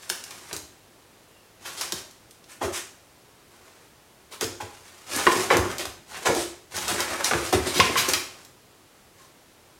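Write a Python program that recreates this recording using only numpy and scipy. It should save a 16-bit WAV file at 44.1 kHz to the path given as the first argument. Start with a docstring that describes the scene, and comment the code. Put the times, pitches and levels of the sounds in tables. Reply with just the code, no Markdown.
"""A soft rustle, then a sharp claw tick and a pat on cardboard: a cat chases a spot of light in a box.
The box stands open in a small, bare room, with one microphone just above it.
Paws slap and buckle the walls, claws tick and drag over the paper liner, pads knock and creak,
and the body thumps on the bottom. Blows and drags ring the hollow box and set the room booming.
The room echoes over a quiet, steady hush; once there is a faint whistle, like a breath through the nose."""
import sys
import numpy as np
from scipy import signal
from scipy.fft import rfft, irfft, next_fast_len
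from scipy.io import wavfile

SR = 44100
rng = np.random.default_rng(int(sys.argv[2]) if len(sys.argv) > 2 else 0)


def int16_out(signal):
    """Quantize to a 16-bit WAV file."""
    q = np.round(np.clip(np.atleast_2d(signal).T, -1, 1) * 32767)
    wavfile.write(sys.argv[1], SR, q.astype(np.int16))


N = 431738
TOP_HZ = 16000
BLOW_WINDOW_S = .025  # a blow's level is its energy spread over this time
BODY_HZ, BODY_MS, BODY_LAG_S = 99, 9.5, 0.00812  # the thump of the cat's weight behind a pad


# Paws on the box, close below the microphone; high if claws land first, low if the pad does:
# (time [s], level [dB], centre [Hz], patter time [ms], body thump [dB])
PAW_SLAPS = [(.1, -34.5, 1467, 1.82, -72), (0.5117, -43.5, 1480, 2.84, -43.5), (1.923, -40, 997, 4.75, -47),
             (2.613, -30.5, 720, 11.7, -39.5), (4.411, -36, 560, 9, -36.5), (4.602, -37, 904, 12, -47),
             (5.2685, -19.5, 1015, 4.79, -52.5), (5.504, -19.5, 1008, 19.3, -37.5),
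             (5.568, -26, 972, 4.6, -27), (5.854, -39, 1386, 2.75, -45.5), (6.257, -29.5, 648, 12, -35.5),
             (7.311, -25, 1172, 6, -45), (7.335, -26.5, 1300, 3.02, -35), (7.527, -28.5, 662, 3.42, -26.5),
             (7.8006, -22, 2100, 4.06, -35.5), (7.957, -31, 1176, 8.1, -38)]
def slaps(roll=1.2, pad_hz=398.3, pad_ms=11.36, even_hz=667, pad_db_per_octave=-9):
    """The toes hit, the paw rolls onto its pad, and the body's weight thumps in behind."""
    out = np.zeros(N)
    for s, db, hz, patter_ms, body_db in PAW_SLAPS:
        pad_s = s + roll * patter_ms / 1000
        pad_db = db + pad_db_per_octave * np.log2(hz / even_hz)  # the higher the slap, the less pad
        add(out, s, blow(db, hz, patter_ms))
        add(out, pad_s, blow(pad_db, pad_hz, pad_ms))
        add(out, pad_s + BODY_LAG_S, blow(body_db, BODY_HZ, BODY_MS))
    return out


# Pads pushing off the bottom of the box: (time [s], level [dB], centre [Hz], patter time [ms])
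PAD_STEPS = [(.532, -42.5, 282, 9.8), (1.926, -43, 318, 7.2), (2.655, -38, 330, 14),
             (4.424, -32, 261, 12.4), (5.163, -37.5, 340, 7.4), (5.352, -26, 370, 21.3),
             (5.538, -22, 323, 26), (6.285, -21, 477, 19.1), (6.36, -28, 471, 19.2),
             (6.906, -32.5, 351, 60), (7.34, -26, 455, 11.1), (7.53, -24, 258, 10.6),
             (7.664, -32, 312, 11.3), (7.757, -30, 279.8, 14.8), (7.7953, -23, 299.4, 2.13),
             (7.895, -30, 330, 14), (8.082, -30, 368, 10.9)]
def steps(thump_db=-16.5):
    """A pad alone makes a dull, hollow knock, with a little of the body's weight behind it."""
    out = np.zeros(N)
    for s, db, hz, patter_ms in PAD_STEPS:
        add(out, s, blow(db, hz, patter_ms))
        add(out, s + BODY_LAG_S, blow(db + thump_db, BODY_HZ, BODY_MS))
    return out


def blow(db, hz, patter_ms, first_push=2.22, soft_ms=12, swell=0.136, spot_db=9, spot_hz=600):
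    """A first push, then the patter of toes and buckling board; a long, soft shove has hardly any push."""
    t = clock(0.3)
    age = 1000 * t / patter_ms
    force = slips(t, rate=4000, spread_db=2.5) * np.exp(-age) * (1 - np.exp(-age / swell))
    force[0] += first_push * np.exp(-patter_ms / soft_ms)
    force = band(force, hz / 2, hz * 1.82)
    # the struck spot has a hollow note of its own, which the soft board damps when it is high
    note = undb(spot_db) / (1 + (hz / spot_hz) ** 2) * ring(force, hz, q=6)
    return level(resonate(force) + note, db, BLOW_WINDOW_S)


# A side wall buckling under a hard paw, close up: (time [s], level [dB], pitch [Hz], flap knock [dB])
WALL_CRACKS = [(5.268, -22.5, 1653, -20), (5.504, -28.5, 1760, -25.5), (7.8, -19, 2512, -21),
               (7.957, -33.5, 1500, -26)]
def cracks(snap_s=.0005, tear_s=0.00464, tear_db=-4, flap_hz=1066, flap_s=0.00201, flap_lag_s=0.003607):
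    """The wall snaps through and its flutes crush; just after, the loose flap knocks with a short note."""
    out, t = np.zeros(N), clock(.04)
    flap = np.sin(2 * np.pi * flap_hz * t) * t * np.exp(-t / flap_s)
    for s, db, hz, flap_db in WALL_CRACKS:
        snap = np.sin(2 * np.pi * hz * t) * np.exp(-t / snap_s)
        tear = band(rng.standard_normal(len(t)) * np.exp(-t / tear_s), hz, 2 * hz)
        add(out, s, level(snap, db, BLOW_WINDOW_S) + level(tear, db + tear_db, BLOW_WINDOW_S))
        add(out, s + flap_lag_s, level(flap, flap_db, BLOW_WINDOW_S))
    return out


# Hiss of the paper liner, close up: (frequency [Hz], relative level [dB])
LINER_SPECTRUM = [(200, -22.5), (1000, -1), (2500, -0.5), (4200, -1), (6300, -0.5), (9000, -3), (12000, -9),
                  (16000, -20.5)]
# Claws dragged along the inside of the box; scene() trims both levels:
# (time [s], length [s], liner hiss [dB], panel rasp [dB], rasp centre [Hz])
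CLAW_RAKES = [(0.305, 0.01044, -45.5, -42.5, 1300), (0.525, 0.0248, -38.5, -39, 890),
              (1.646, 0.0456, -39, -40, 1464), (1.765, 0.044, -37, -49.5, 690),
              (1.806, 0.01744, -28.5, -33.5, 1250), (2.485, 0.0633, -48, -54.5, 1300),
              (2.611, 0.0564, -36.5, -32.5, 811), (2.722, 0.0742, -33, -42.5, 1840),
              (4.311, 0.0428, -42.5, -44, 926), (4.407, 0.0374, -31.5, -35.5, 1323),
              (4.601, 0.02, -39, -40, 1255), (5.167, 0.05, -42.5, -29.5, 1095),
              (5.5, 0.0506, -32, -20.5, 1040), (5.786, 0.0329, -31, -33.5, 693),
              (6.131, 0.0447, -57.5, -39, 1490), (6.252, 0.02308, -24, -19.5, 1036),
              (6.34, 0.113, -33.5, -49.5, 900), (6.876, 0.0509, -30, -31.5, 1097),
              (6.973, .07, -35.5, -31.5, 982), (7.09, .08, -42, -34, 950), (7.235, 0.037, -26, -31, 1270),
              (7.525, 0.01872, -22.5, -20.5, 806), (7.659, 0.0526, -32.5, -43, 2000),
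              (7.741, 0.0634, -27, -36.5, 2200), (7.966, 0.0425, -23.5, -23, 2280),
              (8.078, 0.028, -25.5, -34, 1200), (8.133, 0.0143, -31, -23, 1965)]
def rakes(rise_s=.006, fall_s=0.0201, grain_db=2.28, spread=2.262, glide_per_s=2.2):
    """Claws slip over the flutes: the liner hisses and the panel rasps, its note gliding as they travel."""
    out = np.zeros(N)
    for s, length, hiss_db, rasp_db, hz in CLAW_RAKES:
        rise = rise_s + .4 * length  # long drags begin more gently
        t = clock(length + rise + 0.068) - .3 * rise
        age = t - t[0]
        grip = np.sin(np.pi / 2 * np.clip(age / rise, 0, 1)) ** 2
        pressure = grip * np.exp(-np.maximum(t - 0.759 * length, 0) / fall_s)
        # every patch of board has its own grain
        patch = [(point_hz, db + grain_db * rng.standard_normal()) for point_hz, db in LINER_SPECTRUM]
        hiss = colour(pressure * slips(t, rate=8000, spread_db=3.5), patch)
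        jolts = band(slips(t, rate=3000, spread_db=5), hz / spread, hz * spread)
        glide = glide_per_s * rng.uniform(-1.041, 1)
        note = np.interp(age * (1 + glide * age), age, ring(jolts, hz, q=3))
        rasp = resonate(pressure * (jolts + note))
        add(out, s + t[0], level(hiss, hiss_db, length) + level(rasp, rasp_db, length))
    return out


# Rasp of the board under the sliding cat: (frequency [Hz], relative level [dB])
RASP_SPECTRUM = [(35, -37), (70, -5.5), (330, -2.5), (700, 4), (1200, 4.5), (2200, 1.5), (3500, -12),
                 (16000, -36)]
# Fur and feet sliding as the cat turns below the microphone; scene() trims both levels:
# (time [s], length [s], liner hiss [dB], panel rasp [dB])
BODY_SHUFFLES = [(-0.04, 0.547, -49.5, -53), (1.626, 0.3606, -45, -49), (3.503, 0.344, -61.5, -60.5),
                 (4.592, 0.69, -56, -59.5), (5.094, 0.3497, -32.5, -36), (5.495, 0.254, -43, -38.5),
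                 (6.092, 0.3436, -43, -44.5), (6.736, 0.1865, -34.5, -37), (6.956, 0.2543, -38.5, -35.5),
                 (7.253, 0.2474, -36, -40), (7.623, 0.364, -36.5, -37.5), (8.027, 0.125, -38, -35),
                 (8.202, 0.226, -56.5, -56.5), (9.167, 0.082, -57, -62.5)]
def shuffles(attack_s=0.071, release_s=0.0293, judder_db=3.0, judder_rate=110):
    """The sliding body judders on the board: the liner hisses and the panel rasps anew for each move."""
    out, t = np.zeros(N), np.arange(N) / SR
    hiss = level(colour(slips(t, rate=5000, spread_db=5), LINER_SPECTRUM), 0, N / SR)
    for s, length, hiss_db, rasp_db in BODY_SHUFFLES:
        now = slice(*np.searchsorted(t, [s - attack_s, s + length + .5]))
        age = t[now] - s
        pressure = np.clip(age / attack_s + .5, 0, 1) * np.exp(-np.maximum(age - length, 0) / release_s)
        jolts = colour(slips(age, rate=2500, spread_db=7.0), RASP_SPECTRUM)
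        rasp = level(resonate(jolts), rasp_db, len(age) / SR)
        out[now] += pressure * (undb(hiss_db) * hiss[now] + rasp)
    return undb(judder_db * wander(t, judder_rate)) * out


# Claw tips catching in the liner, close up; scene() trims the level: (time [s], level [dB])
CLAW_TICKS = [(0.0935, -40), (0.0989, -27.5), (0.2387, -40.5), (.308, -44), (.529, -35), (0.5644, -37),
              (1.811, -31), (1.9221, -28.5), (2.11, -55), (2.309, -52), (2.441, -57), (4.41, -30),
              (4.442, -36.5), (5.163, -31.5), (5.2045, -42.5), (5.326, -36.5), (5.569, -29), (5.7136, -42),
              (5.782, -35.5), (5.8541, -36.5), (6.349, -34.5), (6.7656, -33.5), (6.88, -30.5), (7.004, -29),
              (7.2441, -24.5), (7.527, -33), (7.854, -37.5), (8.0874, -28.5), (8.135, -23), (8.449, -50.5)]
def ticks(centre_hz=5304, scatter_octaves=0.135, spread=1.448, crack_s=.0022, tear_s=0.0053, tear_db=1):
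    """A claw snaps off the paper: a very short crack, trailed by tearing fibres."""
    out, t = np.zeros(N), clock(0.051)
    # bending waves carry the treble faster than the bass, so the crack is a quick downward sweep
    sweep = np.minimum(t / crack_s, 1)
    crack = np.sin(np.pi * TOP_HZ * crack_s * (1 - sweep) ** 2)
    for s, db in CLAW_TICKS:
        fibres = slips(t, rate=5000, spread_db=3) * np.exp(-t / tear_s)
        snap = level(crack, 0, 1) + level(fibres, tear_db, 1)
        hz = centre_hz * 2 ** (scatter_octaves * rng.standard_normal())
        add(out, s, level(band(snap, hz / spread, hz * spread, order=1), db, BLOW_WINDOW_S))
    return out


# First a faint, high whistle like a breath through the nose; the other rows are creaks in the box:
# (time [s], length [s], pitch [Hz], level [dB])
WHISTLE_AND_CREAKS = [(1.29, .11, 2900, -68), (2.613, .045, 408, -34), (5.178, .025, 1240, -33),
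                      (7.311, .012, 1200, -27), (9.184, .05, 1100, -60)]
def whistle_and_creaks(rise_s=0.0085, fall_s=0.0174, sag_per_s=0.55, jitter=0.0322, rough_rate=350):
    """Short, rough notes that sag in pitch; in a creak, a gripping pad slips in step with the board."""
    out = np.zeros(N)
    for s, length, hz, db in WHISTLE_AND_CREAKS:
        t = clock(length + .08)
        pitch = hz * (1 - sag_per_s * t + jitter * wander(t, rough_rate))
        phase = 2 * np.pi * np.cumsum(pitch) / SR
        envelope = np.minimum(t / rise_s, 1) * np.exp(-np.maximum(t - length, 0) / fall_s)
        roughness = undb(2 * wander(t, rough_rate))
        note = np.sin(phase) + undb(-10.5) * np.sin(1.73 * phase)  # one inharmonic overtone
        add(out, s, level(envelope * roughness * note, db, length))
    return out


def slips(t, rate, spread_db):
    """Stick-slip on paper fibres: tiny jolts at random moments, a few much larger than the rest."""
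    draws = (rng.random, rng.standard_normal, rng.standard_normal)
    chance, size, push = (draw(max(SR, len(t)))[:len(t)] for draw in draws)
    return (chance < rate / SR) * np.sign(push) * undb(spread_db * np.clip(size, -2, 2))


# Low booming resonances of the room (first three rows), and the hollow ring of the box:
# (frequency [Hz], width [Hz], level over the broad response [dB])
ROOM_AND_BOX_MODES = [(73.6, 5.7, 13.5), (95.45, 15.7, 11.5), (117, 8.2, -0.5), (189.5, 22.7, 3),
                      (261.5, 52, 2), (354.8, 28.4, 12.5), (524.4, 24.8, -3), (1046, 40, -13.5)]
def resonate(x, detune=.014, place_db=2):
    """The room booms and the box rings; each contact favours other modes and shifts them slightly."""
    out = x
    for hz, width, db in ROOM_AND_BOX_MODES:
        shift, place = rng.standard_normal(2)
        out = out + undb(db + place_db * place) * ring(x, hz * (1 + detune * shift), hz / width)
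    return out


def room(x, paths=11, shift_rate=25):
    """The cat keeps moving, so its sound enters the room by ever-changing paths."""
    shares = np.array([wander(np.arange(N) / SR, shift_rate) for _ in range(paths)])
    shares = shares / np.sqrt(np.sum(shares ** 2, axis=0))
    return x + sum(signal.oaconvolve(x * share, reflections())[:N] for share in shares)


# The bare room beyond the box, as it reaches the microphone:
# (lower band edge [Hz], time to fall 60 dB [s], level against the direct sound [dB])
ROOM_DECAY = [(38.5, 0.501, -2), (270, 0.4828, -1.5), (8290, 0.374, -0.5)]
def reflections(build_s=0.00149, box_s=0.0041, box_db=-7):
    """One set of paths: quick reflections between the box walls, then the diffuse decay of the room."""
    t = clock(0.89)
    upper_edges = [row[0] for row in ROOM_DECAY[1:]] + [TOP_HZ]
    box = rng.standard_normal(len(t)) * (t > .001) * np.exp(-t / box_s)
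    response = level(box, box_db, 1 / SR)
    noise = rfft(rng.standard_normal(len(t)))
    f = np.arange(len(noise)) * SR / len(t)
    for (lo, t60, db), hi in zip(ROOM_DECAY, upper_edges):
        decay = level(undb(-60 * t / t60) * (1 - np.exp(-t / build_s)), db, 1 / SR)
        response = response + decay * irfft(noise * (f >= lo) * (f < hi), len(t))
    return response


# Room tone at the microphone, behind everything: (frequency [Hz], relative level [dB])
HUSH_SPECTRUM = [(12, -56.5), (20, -12.5), (107, -0.5), (198, -5.5), (350, -2.5), (780, -7), (1860, -12),
                 (10000, -19), (16000, -24.5)]
def hush(db=-55):
    """Steady room air and microphone hiss."""
    return level(colour(rng.standard_normal(N), HUSH_SPECTRUM), db, N / SR)


def undb(db):
    """Decibels to gain."""
    return 10 ** (np.asarray(db) / 20)


def level(x, db, seconds):
    """Scale x to the energy of a sound that holds this level for so many seconds."""
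    return x * undb(db) * np.sqrt(seconds * SR / np.sum(x ** 2))


def clock(seconds):
    """Sample times of a short sound."""
    return np.arange(int(seconds * SR)) / SR


def add(out, s, x):
    """Mix x into out at time s; it may already be sounding at time zero."""
    i = int(s * SR)
    x, i = x[max(-i, 0):], max(i, 0)
    out[i:i + len(x)] += x[:max(N - i, 0)]


def band(x, lo_hz, hi_hz, order=2):
    """Causal band-pass."""
    return signal.lfilter(*signal.butter(order, [lo_hz, min(hi_hz, .45 * SR)], "band", fs=SR), x)


def ring(x, hz, q):
    """One resonance, gain 1 at its centre."""
    return signal.lfilter(*signal.iirpeak(hz, q, fs=SR), x)


def colour(x, points):
    """Shape the spectrum of x by (Hz, dB) points."""
    hz, db = np.transpose(points)
    size = next_fast_len(len(x) + 512)
    f = np.maximum(np.arange(size // 2 + 1) * SR / size, 1)
    gain = undb(np.interp(np.log(f), np.log(hz), db))
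    return irfft(rfft(x, size) * gain, size)[:len(x)]


def wander(t, rate, count=4096):
    """Random values joined by straight lines, so many a second."""
    return np.interp(t * rate, np.arange(count), rng.standard_normal(count))


def scene(scrape_db=-2, tick_db=-2):
    """The cat in its box and the room around it, from one microphone just above."""
    claws_and_fur = undb(scrape_db) * (shuffles() + rakes()) + undb(tick_db) * ticks()
    close = claws_and_fur + slaps() + steps() + cracks() + whistle_and_creaks()
    # microphone low cut: removes the deep rumble below 58 Hz
    close = signal.sosfilt(signal.butter(6, 58, "high", fs=SR, output="sos"), close)
    return (room(close) + hush())[None]


def record(dry):
    """The hardest slaps touch full scale; the top is cut."""
    top_cut = signal.ellip(10, .1, 80, TOP_HZ, fs=SR, output="sos")
    return signal.sosfilt(top_cut, np.clip(dry, -1, 1))


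dry = scene()
out = record(dry)
int16_out(out)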